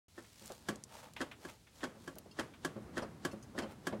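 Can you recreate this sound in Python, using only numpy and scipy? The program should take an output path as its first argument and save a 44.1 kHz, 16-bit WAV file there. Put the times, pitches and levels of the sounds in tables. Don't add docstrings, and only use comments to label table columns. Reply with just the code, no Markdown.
import sys
import numpy as np
from scipy import signal
from scipy.fft import irfft
from scipy.io import wavfile
from scipy.ndimage import uniform_filter1d

SR = 44100
rng = np.random.default_rng(int(sys.argv[2]) if len(sys.argv) > 2 else 0)


def dump_mix(stems):
    frames = np.atleast_2d(stems).T
    limited = np.clip(frames, -1, 1)
    pcm = np.round(limited * 32767).astype(np.int16)
    wavfile.write(sys.argv[1], SR, pcm)


N = 176400
T = np.arange(N) / SR
AGE = T[:SR // 2]

# f/Hz, level/dB
AIR_COLOUR = [(25, -18), (50, 16.5), (100, 18.5), (200, 7), (350, 0.5), (700, -3.5), (1500, -6), (4000, -3),
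              (8000, -7), (11000, -9.5), (13000, -15), (16000, -16.5)]
# t/s, level/dB
RUMBLE_RIDE = [(0, -79.5), (.6, -64.5), (1.4, -62.5), (1.65, -73), (2, -60.5), (2.5, -62), (2.9, -51),
               (3.2, -55), (3.7, -56.5), (4, -54)]
# f/Hz, level/dB
RUMBLE_COLOUR = [(20, -45), (32, -42), (55, -3.5), (110, 1), (220, 2), (400, -6), (600, -12.5), (1000, -15),
                 (2000, -23), (6000, -49)]
# t/s, boom/dB, clatter/dB, rise/s
THUDS = [(.412, -12.5, -38, 0.0071), (0.501, -20.5, -5, 0.0013), (.688, 0.5, -0.5, 0.0033),
         (1.949, -17.5, -13.5, 0.0053), (2.162, -17, -10.5, 0.0016), (2.257, -19.5, -17, 0.0027),
         (2.759, -1, -6, .003), (3.021, -4, 1.5, 0.0018), (3.33, 0, -8.5, .003), (3.545, -4, -6.5, 0.0056),
         (3.615, 1, 5, 0.017), (3.924, 4, 3.5, 0.002)]
# f/Hz, level/dB, t60/s
DECK_MODES = [(116.3, -53.5, 0.53), (179, -60.5, 0.36), (213.3, -41.5, 0.31), (327.7, -45, 0.22),
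              (363.3, -49, 0.23), (421, -50, 0.23), (542.2, -44, .15)]
# f/Hz, level/dB
CLATTER_COLOUR = [(120, -12), (350, -1.5), (560, 4.5), (800, -4), (1050, -6), (1500, -11), (2200, -21.5),
                  (4500, -32), (9000, -46), (15000, -54)]
# middle/s, half length/s, hiss/dB, scuff/dB
RUBS = [(0.266, 0.14, -67.5, -89), (0.479, 0.094, -60, -66.5), (0.683, 0.074, -69, -73),
        (0.919, 0.03, -69, -61.5), (0.98, 0.054, -60.5, -58), (1.064, 0.043, -71, -59.5),
        (1.472, 0.065, -60.5, -60), (1.785, .05, -64.5, -68.5), (2.057, 0.084, -68, -79),
        (3.716, 0.035, -71.5, -58)]
# f/Hz, level/dB
HISS_COLOUR = [(400, -7), (1500, -1), (4000, 2), (8000, 0), (12000, -7.5), (16000, -11)]
# f/Hz, level/dB
SCUFF_COLOUR = [(200, -21), (390, -14), (500, 1.5), (680, -0.5), (780, -4.5), (870, 4.5), (1020, -6.5),
                (1250, -3), (1700, -10), (2500, -12), (8000, -29.5)]
# f/Hz, level/dB
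DIRT_COLOUR = [(1000, -22), (4000, -2), (8000, 0), (16000, -12)]
# t/s, level/dB, centre/Hz, width/octaves
TICKS = [(0.459, -42, 8300, 0.3), (0.472, -45, 7500, .5), (0.5203, -41.5, 5500, .6),
         (0.758, -42.5, 6400, .35), (0.8382, -36.5, 6800, 0.3), (1.136, -47.5, 5300, .6),
         (2.1554, -49.5, 7000, .6), (2.1846, -36, 12500, 1.7)]
# t/s, level/dB, favoured pitch/Hz
JINGLES = [(2.312, -63.5, 4170), (2.435, -74, 10400), (2.82, -75, 8500), (3.021, -57, 4770),
           (3.313, -60.5, 4900), (3.32, -67, 12000), (3.426, -63, 6700), (3.621, -54, 3420),
           (3.631, -73, 8700), (3.71, -73, 10200), (3.926, -72, 3200), (3.945, -82, 6050)]
# f/Hz, level/dB
JINGLE_MODES = [(2700, 6), (3150, 4.5), (4330, 3.5), (4700, -2), (5150, 4.5), (6080, 1.5), (6620, -2),
                (7020, -3), (8350, 0), (8780, 4), (10120, 2), (10520, -4), (12700, -6), (14500, 1)]
# t/s, level/dB
CLINKS = [(.242, -60.5), (1.163, -43), (1.313, -46.5), (1.486, -51), (1.669, -61.5), (1.806, -52.5),
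          (2.536, -55)]
# f/Hz, level/dB
CLINK_COLOUR = [(300, -11), (900, 1), (1600, 2), (2500, 2), (3500, -1), (4500, -13), (9000, -21.5),
                (15000, -26)]
# f/Hz, level/dB
SLIDE_COLOUR = [(25, -35), (60, -11), (260, 1.5), (600, -2), (1500, -5), (2400, -14), (3400, -10),
                (8000, -17.5), (15000, -38)]
# f/Hz, level/dB
STEEL_COLOUR = [(30, -47), (300, -10), (800, -1), (1100, -1), (1800, 3), (2400, -9.5), (3200, 1),
                (3900, -7.5), (4600, -5), (5600, -8), (7500, -7), (10000, -11.5), (13000, -20),
                (16000, -27)]
# f/Hz, level/dB
SHAKE_COLOUR = [(50, -19), (110, -8.5), (215, -1.5), (350, -5.5), (550, -6), (800, -12.5), (1300, -13),
                (2000, -18.5), (4000, -29.5), (12000, -60)]
# first contact/s, ring/dB, crack/dB, shake/dB, gap to the hard contact/s
PULLS = [(0.1774, -12.5, -18.5, -16, 0.0056), (1.2045, -3, -0.5, -6, 0.0078),
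         (1.8306, -2.5, -2.5, -4.5, 0.0071), (2.3871, -1, 0.5, -2.5, 0.0068),
         (2.969, -1.5, -2, -0.5, .0078), (3.578, -3.5, -0.5, 0, .0075)]
# delay/gaps, ring/dB, crack/dB, crack tilt/(dB per octave), rise/s
STUTTER = [(0, 2, -5.5, -2.5, 0.001), (1.002, -2, 1, -1.5, 0.00073), (1.9, -6.5, -1, -6, 0.0009),
           (2.701, -15.5, -9, -7, .002)]
# f/Hz, level/dB, t60/s
PULL_MODES = [(229, -37.5, 0.084), (258, -36.5, 0.092), (340.6, -34.5, 0.098), (423.5, -47, 0.077),
              (521, -43, .11), (609, -45.5, 0.14), (730, -42, 0.03), (1096, -45, 0.083),
              (1311, -48.5, 0.11), (1510, -43, 0.077), (1696, -52, 0.087), (1761, -37, 0.036),
              (1909, -38.5, 0.03), (3264, -49, 0.077)]
# t/s, ring/dB, crack/dB, shake/dB
PUSHES = [(.686, -4.5, -0.5, -3.5), (1.449, -12.5, -16.5, -13), (2.076, -10, -13.5, -13),
          (2.6478, -2.5, -0.5, -5), (3.2495, -2.5, -0.5, -4.5), (3.869, -3, -1.5, -4)]
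# f/Hz, level/dB, t60/s
PUSH_MODES = [(161.5, -40.5, 0.21), (270.4, -33, 0.13), (318, -33.5, 0.071), (362.8, -29, 0.081),
              (528, -44.5, 0.17), (602, -43.5, 0.2), (712, -47.5, .1), (1048, -38.5, 0.083),
              (1134, -40, 0.15), (1264, -53, 0.074), (1392, -43.5, 0.12), (1564, -37.5, .07),
              (1672, -33.5, 0.077), (3140, -40, 0.049)]

AIR_DB, CLATTER_DB, SLIDE_DB, ZING_DB, SHAKE_DB = -66, -40, -49.5, -52, -40.5
PUSH_CRACK_DB, PULL_CRACK_DB = -34, -36.5
CRACK_T60_S, SLIDE_T60_S, TICK_T60_S, RING_RISE_S = .064, .12, .0055, .00088


def undb(db):
    return 10 ** (np.asarray(db) / 20)


def add(out, at_s, sound):
    i = max(int(at_s * SR), 0)
    out[i:i + len(sound)] += sound[:N - i]


def noise(colour, size):
    hz, db = np.array(colour).T
    f = np.maximum(np.fft.rfftfreq(size, 1 / SR), 1)
    gain = undb(np.interp(np.log(f), np.log(hz), db))
    y = irfft(gain * np.exp(2j * np.pi * rng.random(len(f))), size)
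    return y / y.std()


def fade(t60_s, rise_s):
    return (1 - np.exp(-AGE / max(rise_s, 1 / SR))) * np.exp(-np.log(1000) * AGE / t60_s)


def burst(colour, t60_s, rise_s):
    return noise(colour, len(AGE)) * fade(t60_s, rise_s)


def ring(modes, rise_s):
    return sum((-1) ** k * undb(db) * np.sin(2 * np.pi * hz * AGE) * fade(t60, rise_s)
               for k, (hz, db, t60) in enumerate(modes))


def air():
    return undb(AIR_DB) * noise(AIR_COLOUR, N)


def trailer():
    out = noise(RUMBLE_COLOUR, N) * undb(np.interp(T, *np.array(RUMBLE_RIDE).T))
    for at, boom_db, clatter_db, rise in THUDS:
        boom = undb(boom_db) * ring(DECK_MODES, rise)
        clatter = undb(CLATTER_DB + clatter_db) * burst(CLATTER_COLOUR, t60_s=.16, rise_s=rise)
        add(out, at, boom + clatter)
    return out


def dirt(specks_per_s=230, scatter_db=5.5):
    specks = rng.random(N) < specks_per_s / SR
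    sizes = undb(scatter_db * np.minimum(rng.exponential(size=N), 4))
    crackle = signal.fftconvolve(specks * sizes, burst(DIRT_COLOUR, TICK_T60_S, rise_s=0))[:N]
    return crackle / crackle.std()


def rubs(grain_db=3, grain_s=.0028, dirt_db=-11):
    hiss_gain, scuff_gain = 0, 0
    for middle, half, hiss_db, scuff_db in RUBS:
        swell = np.exp(-((T - middle) / half) ** 2)
        hiss_gain += undb(hiss_db) * swell
        scuff_gain += undb(scuff_db) * swell
    grain = uniform_filter1d(rng.standard_normal(N), int(grain_s * SR))
    hiss = hiss_gain * (noise(HISS_COLOUR, N) + undb(dirt_db) * dirt())
    scuff = scuff_gain * noise(SCUFF_COLOUR, N)
    return (hiss + scuff) * undb(grain_db * grain / grain.std())


def grit(tail_db=-11):
    out = np.zeros(N)
    for at, db, hz, octaves in TICKS:
        bell_curve = [(hz * 2 ** (k * octaves), -2 * k * k) for k in range(-4, 5)]
        snap = burst(bell_curve, TICK_T60_S, rise_s=0)
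        tail = undb(tail_db) * burst(bell_curve, t60_s=.032, rise_s=0)
        add(out, at, undb(db) * (snap + tail))
    return out


def jingles(bounce_s=.007, bounce_db=-3.5, t60_s=.057, detune=.025, scatter_db=4, fall_db_per_octave=11):
    out = np.zeros(N)
    for at, db, pitch in JINGLES:
        for bounce in range(3):
            modes = []
            for hz, mode_db in JINGLE_MODES:
                detuned_hz = hz * (1 + detune * rng.standard_normal())
                rolloff_db = fall_db_per_octave * abs(np.log2(hz / pitch))
                modes.append((detuned_hz, mode_db + scatter_db * rng.standard_normal() - rolloff_db, t60_s))
            delay = bounce * bounce_s * (.5 + rng.random())
            add(out, at + delay, undb(db + bounce * bounce_db) * ring(modes, RING_RISE_S))
    return out


def clinks():
    out = np.zeros(N)
    for at, db in CLINKS:
        add(out, at, undb(db) * burst(CLINK_COLOUR, t60_s=.12, rise_s=.0014))
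    return out


def slides():
    swell = sum(undb(SLIDE_DB + ring_db) * np.exp(-np.log(1000) * np.abs(at - T) / SLIDE_T60_S)
                for at, ring_db, *_ in [*PUSHES, *PULLS])
    return swell * noise(SLIDE_COLOUR, N)


def knock_tail(crack_db, shake_db, rise_s=.0044):
    zing = undb(ZING_DB + crack_db) * burst(STEEL_COLOUR, t60_s=.25, rise_s=rise_s)
    shake = undb(SHAKE_DB + shake_db) * burst(SHAKE_COLOUR, t60_s=.36, rise_s=rise_s)
    return zing + shake


def pulls(detune=.013):
    out = np.zeros(N)
    cracks = [burst([(hz, db + tilt * np.log2(hz)) for hz, db in STEEL_COLOUR], CRACK_T60_S, rise)
              for *_, tilt, rise in STUTTER]
    for at, ring_db, crack_db, shake_db, gap in PULLS:
        modes = [(hz * (1 + detune * rng.standard_normal()), db, t60) for hz, db, t60 in PULL_MODES]
        for (delay, body_db, edge_db, _, rise), crack in zip(STUTTER, cracks):
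            body = undb(ring_db + body_db) * ring(modes, rise)
            edge = undb(PULL_CRACK_DB + crack_db + edge_db) * crack
            add(out, at + delay * gap, body + edge)
        add(out, at + gap, knock_tail(crack_db, shake_db))
    return out


def pushes():
    out = np.zeros(N)
    body = ring(PUSH_MODES, RING_RISE_S)
    crack = undb(PUSH_CRACK_DB) * burst(STEEL_COLOUR, CRACK_T60_S, rise_s=.00033)
    for at, ring_db, crack_db, shake_db in PUSHES:
        add(out, at, undb(ring_db) * body + undb(crack_db) * crack + knock_tail(crack_db, shake_db))
    return out


def scene():
    joint = slides() + pushes() + pulls()
    return (joint + trailer() + clinks() + grit() + jingles() + rubs() + air())[None]


def record(dry, open_s=.083, top_hz=16200):
    lowpass = signal.ellip(8, .2, 70, top_hz, fs=SR, output="sos")
    return signal.sosfilt(lowpass, dry * (T > open_s))


dry = scene()
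out = record(dry)
dump_mix(out)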